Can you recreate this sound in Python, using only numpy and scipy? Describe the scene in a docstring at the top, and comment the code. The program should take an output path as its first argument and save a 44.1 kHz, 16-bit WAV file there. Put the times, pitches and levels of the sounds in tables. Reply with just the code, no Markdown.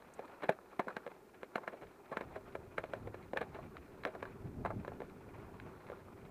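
"""Downhill on a two-wheeled board

The rider pumps the board down a paved road in a steady rhythm, holding a camera on a pole.
Bumps make the loose mount knock and chatter, and the camera's plastic case rings with every contact.
Underneath, the tyres roar softly and the mount rattles, both swelling with each push.
The case drones and wind buffets it as speed builds, over a thin bed of electronic hiss."""
import sys
import numpy as np
from scipy import signal
from scipy.io import wavfile

SR = 44100
rng = np.random.default_rng(int(sys.argv[2]) if len(sys.argv) > 2 else 0)


def bounce(signal):
    """Save signal as a 16-bit WAV file at the path given by the first command-line argument."""
    frames = np.transpose(np.atleast_2d(signal))
    limited = np.clip(frames, -1, 1)
    pcm = np.round(limited * 32767).astype(np.int16)
    wavfile.write(sys.argv[1], SR, pcm)


N = 277830


def from_db(db):
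    """Decibels to gain."""
    return 10 ** (np.asarray(db) / 20)


def unit_rms(x):
    """Scale to rms 1."""
    return x / np.sqrt(np.mean(x ** 2) + 1e-24)


def unit_burst(x):
    """Scale a short sound to the energy of 20 ms at rms 1."""
    return x / np.sqrt(np.sum(x ** 2) / (.02 * SR))


def automation(rows):
    """Join breakpoints into one curve for each column after the time."""
    times, *columns = np.transpose(rows)
    return [np.interp(np.arange(N) / SR, times, column) for column in columns]


def butter(x, hz, kind, order=2):
    """Causal Butterworth filter."""
    return signal.sosfilt(signal.butter(order, hz, kind, fs=SR, output="sos"), x)


def drift(rate_hz):
    """A smooth random wobble with rms near 1."""
    hop, warm_up = 40, 2000
    r = np.exp(-2 * np.pi * rate_hz * hop / SR)
    noise = rng.standard_normal(N // hop + warm_up + 2)
    slow = signal.lfilter([1], [1, -2 * r, r * r], noise)[warm_up:]
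    return np.interp(np.arange(N) / hop, np.arange(len(slow)), unit_rms(slow))


def place(track, start_s, sound):
    """Mix a short sound in at a given time."""
    start = max(int(start_s * SR), 0)
    track[start:start + len(sound)] += sound[:N - start]


def ring(force, hz, t60):
    """One mode: a unit click starts a decaying sine of height 1."""
    r, w = from_db(-60 / (t60 * SR)), 2 * np.pi * hz / SR
    return signal.lfilter([0, np.sin(w)], [1, -2 * r * np.cos(w), r * r], force + 1e-18)


def resonance(x, hz, width_hz):
    """Band-pass with gain 1 at its peak."""
    r, w = np.exp(-np.pi * width_hz / SR), 2 * np.pi * hz / SR
    return signal.lfilter(np.array([1, 0, -1]) * (1 - r * r) / 2, [1, -2 * r * np.cos(w), r * r], x)


def fluttering_noise(spectrum, flutter_db, flutter_hz):
    """Half-octave bands of noise that flutter partly together, partly alone; rms 1."""
    points_hz, points_db = np.transpose(spectrum)
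    edges = 20 * 2 ** np.arange(0, 8.6, .5)
    together = drift(flutter_hz)
    white = rng.standard_normal((2, N))
    out = np.zeros(N)
    for k, (low, high) in enumerate(zip(edges, edges[1:])):
        band_db = np.interp(np.log(low * high) / 2, np.log(points_hz), points_db, left=-90, right=-90)
        wobble_db = flutter_db * (together + drift(flutter_hz))
        out += from_db(band_db + wobble_db) * butter(white[k % 2], [low, high], "band")
    return unit_rms(out)


def electronics(hiss_db=-75, whine_db=-89, whine_hz=14500):
    """The camera's circuits lay down an even hiss and a faint, wavering whine."""
    pitch_hz = whine_hz + 40 * drift(1.0) + 35 * drift(60)
    whine = np.sin(2 * np.pi * np.cumsum(pitch_hz) / SR)
    hiss = butter(rng.standard_normal(N), 15200, "low", order=1)
    return from_db(hiss_db) * hiss + from_db(whine_db) * whine


# Light ticks of the rider's gear. 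Each row: start in seconds, level in dB before the trim.
GEAR_TICKS = [(0.1376, -56), (0.254, -68)]


def gear_ticks(t60=0.044, trim_db=-4.5):
    """The rider's gear scuffs in small, bright bursts of noise."""
    out, t = np.zeros(N), np.arange(SR // 10) / SR
    for start_s, db in GEAR_TICKS:
        scuff = unit_rms(butter(rng.standard_normal(len(t)), [6200, 9500], "band"))
        place(out, start_s, from_db(db + trim_db - 60 * t / t60) * scuff)
    return out


# The modes of case and pole. Each row: pitch in Hz, level in dB, seconds to fade by 60 dB.
CASE_MODES = [(186, 12, 0.013), (237, -14, 0.022), (308, -15, 0.011), (404, 3.5, 0.055), (480, 11.5, 0.029),
              (510, -25.5, 0.021), (548, -1.5, 0.077), (629, -3.5, 0.11), (759, -2.5, 0.024),
              (880, -1.5, 0.042), (1010, 2, 0.024), (1112, -2.5, 0.019), (1305, -1, 0.016),
              (1690, 6.5, 0.0069), (2100, -0.5, 0.0095), (2334, -16.5, 0.02), (2915, 3.5, 0.00067),
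              (3885, -10, 0.014), (4100, 7, 0.012), (4430, 4.5, 0.0046)]


def case_ring(force, spread_db, favoured_hz=1000, favour_db=0.0):
    """The case rings, one row a mode; the point of contact favours the modes near one pitch."""
    modes = []
    for hz, db, t60 in CASE_MODES:
        nearness = np.exp(-(np.log2(hz / favoured_hz) / .2) ** 2)
        mode_db = db + favour_db * nearness + spread_db * rng.standard_normal()
        modes.append(from_db(mode_db) * ring(force, hz, t60))
    return np.array(modes)


def case_drone(air_db, hz=378, width_hz=95, cruise_drone_db=-60.5, cruise_air_db=-59, build_s=0.34):
    """Steady shaking keeps one low mode sounding; it fades in, then gently follows the airspeed."""
    fade_in_db = -22 * np.exp(-np.arange(N) / SR / build_s)
    level_db = cruise_drone_db + .22 * (air_db - cruise_air_db) + fade_in_db
    hum = resonance(resonance(rng.standard_normal(N), hz, width_hz), hz, width_hz)
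    return from_db(level_db) * unit_rms(hum)


# The wind's bass-heavy tone. Each row: frequency in Hz, relative noise density in dB.
WIND_SPECTRUM = [(13, -43), (22, -12.5), (87, 2), (193, -4), (228, 2), (280, -9.5), (340, -18.5),
                 (413, -8.5), (560, -20.5), (600, -22), (780, -59), (1320, -120)]
# Short gusts on top of the steady wind. Each row: time of the peak in seconds, rise in dB.
GUST_PEAKS = [(1.87, 7.5), (2.29, 5.5), (3.07, 10), (3.65, 4.5), (4.46, 8), (4.609, 7.5), (4.77, 8),
              (5.42, 4), (5.53, 5.5), (5.66, 7.5), (6.22, 1)]


def wind(air_db, gust_half_s=0.044, boom_db=-5, strong_db=-62.5, thinning=0.66):
    """Lumpy buffeting sets the two lowest modes of the case booming; light air lacks the deep bass."""
    t = np.arange(N) / SR
    wind_db = air_db + sum(db * np.exp(-((t - s) / gust_half_s) ** 2) for s, db in GUST_PEAKS)
    buffets = fluttering_noise(WIND_SPECTRUM, flutter_db=1.35, flutter_hz=34)
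    boom = unit_rms(sum(ring(rng.standard_normal(N), hz, t60) for hz, _, t60 in CASE_MODES[:2]))
    bass_gain = from_db(thinning * np.minimum(wind_db - strong_db, 0))
    bass = butter(buffets, 190, "low", order=3)
    upper = butter(buffets, 186, "high", order=3)
    return from_db(wind_db) * (bass_gain * bass + upper + from_db(boom_db) * boom)


# Airspeed, written as the steady wind level. Each row: time in seconds, level in dB.
AIR_LEVELS = [(0.0, -67.5), (0.33, -70), (2.12, -69.5), (2.3, -61), (3.67, -57), (4.14, -61), (4.65, -50),
              (5.02, -56), (5.81, -61.5), (6.3, -58.5)]


def airflow():
    """The board's speed through the air drives both the drone and the wind."""
    air_db, = automation(AIR_LEVELS)
    return case_drone(air_db) + wind(air_db)


# The rider's pumping. Each row: time in seconds, roughness between pushes in dB, change on a push in dB.
PUMP_LOAD = [(0, -60, 4), (1.3, -64, 4.5), (3.5, -62, 4), (4.9, -63.5, 4), (5.6, -59.5, 1.5),
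             (6.3, -59.5, -3)]


def ride_roughness(first_push_s=.35, period_s=0.643, sharpness=1.32):
    """Each push loads the tyres; gives roughness in dB. Sharpness above 1 shortens the pushes."""
    rest_db, push_db = automation(PUMP_LOAD)
    push = (1 + np.cos(2 * np.pi * (np.arange(N) / SR - first_push_s) / period_s)) / 2
    return rest_db + push_db * push ** sharpness


# The tone of the tyre roar. Each row: frequency in Hz, relative noise density in dB.
TYRE_SPECTRUM = [(110, -29.5), (175, -6.5), (260, -4.5), (450, -4), (620, -7), (900, -6), (1400, -15),
                 (1900, -23), (2400, -15.5), (3100, -32), (5000, -43)]
# Hollow resonances of the case. Each row: centre in Hz, width in Hz, gain in dB.
CAVITY_PEAKS = [(850, 270, -17.5), (1422, 110, 2.5), (2410, 290, -9), (4320, 48, 3)]


def tyre_roar(rough_db, trim_db=-1):
    """Rubber on patchy asphalt, heard through the hollow case; its level follows the roughness."""
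    roar = fluttering_noise(TYRE_SPECTRUM, flutter_db=2.64, flutter_hz=28)
    hollow = roar + sum(from_db(db) * resonance(roar, hz, width) for hz, width, db in CAVITY_PEAKS)
    midrange_rms = np.std(butter(hollow, [450, 2500], "band"))
    return from_db(rough_db + trim_db) * hollow / midrange_rms


def mount_rattle(rough_db, ticks_per_s=900, trim_db=-7.5):
    """Road grit keeps the mount buzzing with clusters of tiny ticks that ring the case."""
    hits = rng.random(N) < ticks_per_s * from_db(4 * drift(12)) / SR
    sizes = from_db(4 * np.minimum(rng.exponential(1, N), 3))
    signs = rng.choice([-1, 1], N)
    ticking = case_ring(hits * sizes * signs, spread_db=0.5).sum(axis=0)
    return from_db(rough_db + trim_db) * unit_rms(butter(ticking, [620, 2200], "band"))


def stray_taps(per_s=3.0, level_db=-74, spread_db=5, hardness_db=22, chatter_db=-9):
    """Faint, hard contacts of the mount at random times, as rows like those of the knocks."""
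    times = np.cumsum(rng.exponential(1 / per_s, 60))
    levels_db = level_db + rng.uniform(-spread_db, spread_db, len(times))
    favoured_hz = 380 * 2 ** rng.uniform(0, 1.1, len(times))
    return [(s, db, hz, hardness_db, chatter_db)
            for s, db, hz in zip(times, levels_db, favoured_hz) if s < N / SR]


def contact_force(chatter_db, lead_s, approach_t60=0.02, settle_t60=0.078, echo_db=-17, echo_s=0.001814):
    """The joint scrapes in, strikes and slips as it settles; the treble echoes once along the pole."""
    t = np.arange(SR // 8) / SR - lead_s
    slips = (rng.random(len(t)) < 2500 / SR) * rng.standard_normal(len(t))
    scrape = from_db(chatter_db - 60 * np.maximum(t / settle_t60, -t / approach_t60))
    crush = from_db(-11 - 60 * np.maximum(t / .02, -t / .007))
    force = crush * slips + butter(scrape * slips, 3900, "low")
    force[int(lead_s * SR)] += 1  # the strike itself
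    echo = butter(np.roll(force, int(echo_s * SR)), 900, "high", order=1)
    return force + from_db(echo_db) * echo


# Crossovers in Hz that split the case's modes into thud, body, clack and tick.
CROSSOVERS_HZ = [720, 1500, 2900]
# The mix of those four groups, low to high. Each row: level against the knock in dB,
# share of the hardness it gains, boost in dB if it holds the favoured pitch.
GROUP_MIX = [(0.95, -0.71, 6), (-0.56, -0.2, 6.5), (-3, 0.34, 4), (-24.5, 0.73, 0)]


def knock_tone(force, favoured_hz, hardness_db):
    """The case answers a knock; a harder hit shifts the weight from the low modes to the high ones."""
    modes = case_ring(force, spread_db=1.0, favoured_hz=favoured_hz, favour_db=7.0)
    mode_group = np.digitize([hz for hz, _, _ in CASE_MODES], CROSSOVERS_HZ)
    favoured_group = np.digitize(favoured_hz, CROSSOVERS_HZ)
    tone = np.zeros(len(force))
    for k, (db, share, boost_db) in enumerate(GROUP_MIX):
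        group_db = db + share * hardness_db + boost_db * (k == favoured_group)
        ringing = unit_burst(modes[mode_group == k].sum(axis=0))
        tone += (-1) ** k * from_db(group_db) * ringing  # neighbouring groups alternate in polarity
    return butter(tone, [205, 6400], "band", order=3)


def knock_crack(attack_s=0.00035, t60=0.036):
    """The bright snap of noise on the front of a knock."""
    t = np.arange(SR // 8) / SR
    envelope = (1 - np.exp(-t / attack_s)) * from_db(-60 * t / t60)
    return unit_burst(butter(rng.standard_normal(len(t)) * envelope, [3200, 11000], "band", order=1))


# Knocks of the loose mount. Each row: start in seconds, level in dB, favoured pitch in Hz,
# hardness in dB, chatter in dB.
MOUNT_KNOCKS = [(0.1925, -54.5, 520, -6, -14), (0.4231, -55.5, 1380, 7, -11), (0.4354, -43.5, 480, 4.5, 2),
                (0.4921, -33.5, 448, 0, -13.5), (0.5221, -55.5, 510, 9, -8), (0.5885, -64.5, 1020, -5, -25),
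                (0.7947, -40.5, 337, 0, -17.5), (0.7976, -42, 870, 0.5, -10), (0.8716, -61.5, 400, -18, -9),
                (0.883, -48, 1290, 4.5, -15), (0.9034, -55.5, 1300, 4, 1), (0.9668, -44.5, 1690, -2, -20),
                (1.0653, -52.5, 480, -1, -18), (1.0763, -57, 470, 3, -36), (1.117, -63, 880, 4, -19),
                (1.345, -63.5, 382, 6, -10), (1.4317, -51.5, 395, 3, -31), (1.5573, -39.5, 644, 5.5, -17.5),
                (1.581, -51.5, 850, 0, -24), (1.635, -58, 830, -1, -3), (1.6777, -44.5, 1690, -1, -15),
                (1.7336, -58, 530, -5.5, 4), (1.8182, -55, 413, 0.5, 19), (2.1173, -51.5, 360, -5, 2),
                (2.126, -50.5, 1150, 3, 16), (2.1707, -42, 1690, -1.5, -14), (2.21, -47.5, 600, 1, -9),
                (2.3599, -50, 630, -1, -4), (2.553, -48, 530, 1, -14), (2.7817, -41, 1690, 0, -16),
                (2.8391, -50.5, 580, 1, -17), (2.9354, -46.5, 1690, -5.5, -19), (3.0726, -55, 470, -4, -16),
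                (3.1436, -54, 517, 3, -10), (3.2275, -73, 400, 30, -7), (3.3342, -48.5, 420, -4.5, -13),
                (3.3635, -51, 580, -7, 11), (3.3729, -40.5, 1890, 5, -16), (3.4124, -43, 636, 3, 6),
                (3.5473, -53, 570, 1.5, -6), (3.5902, -60, 860, -10, -10), (3.769, -59, 1040, 18, -34),
                (4.0366, -57, 1320, 23, -29), (4.0516, -42, 1690, 2, -35), (4.062, -53.5, 600, -9.5, -6),
                (4.0714, -49.5, 640, 2, -2), (4.151, -54.5, 625, -1, -14), (4.2275, -48, 1690, -4.5, -17),
                (4.2541, -56, 1260, 10, -8), (4.6504, -47.5, 850, -2.5, -29), (4.6592, -45, 850, 1.5, 3),
                (4.7043, -50, 780, -6.5, -7), (4.8486, -56, 1020, 3, -23), (4.8791, -51, 510, 0, -16),
                (4.9194, -60, 796, -10, -16), (5.0038, -54.5, 453, -3, -19), (5.0186, -55, 416, -1.5, -9),
                (5.6, -62.5, 2700, 19.5, -31), (5.8882, -62.5, 860, 2, -20), (5.8998, -56, 480, -2, -22),
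                (5.9189, -58.5, 473, -5, -18)]


def mount_knocks(lead_s=.008, crack_db=-27.5, crack_share=0.14):
    """Bumps knock the loose mount: each hit rings the case and cracks, a little louder when hard."""
    out = np.zeros(N)
    for start_s, level_db, favoured_hz, hardness_db, chatter_db in MOUNT_KNOCKS + stray_taps():
        force = contact_force(chatter_db, lead_s)
        place(out, start_s - lead_s, from_db(level_db) * knock_tone(force, favoured_hz, hardness_db))
        place(out, start_s, from_db(level_db + crack_db + crack_share * hardness_db) * knock_crack())
    return out


def scene():
    """Every layer reaches one microphone inside the case, with the knocks up front."""
    background = electronics() + gear_ticks() + airflow()
    rough_db = ride_roughness()
    rolling = tyre_roar(rough_db) + mount_rattle(rough_db)
    return (background + rolling + mount_knocks())[None]


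def record(dry, cutoff_hz=15300):
    """A steep low-pass shaves off the very top."""
    return signal.sosfilt(signal.ellip(10, .1, 70, cutoff_hz, fs=SR, output="sos"), dry)


dry = scene()
out = record(dry)
bounce(out)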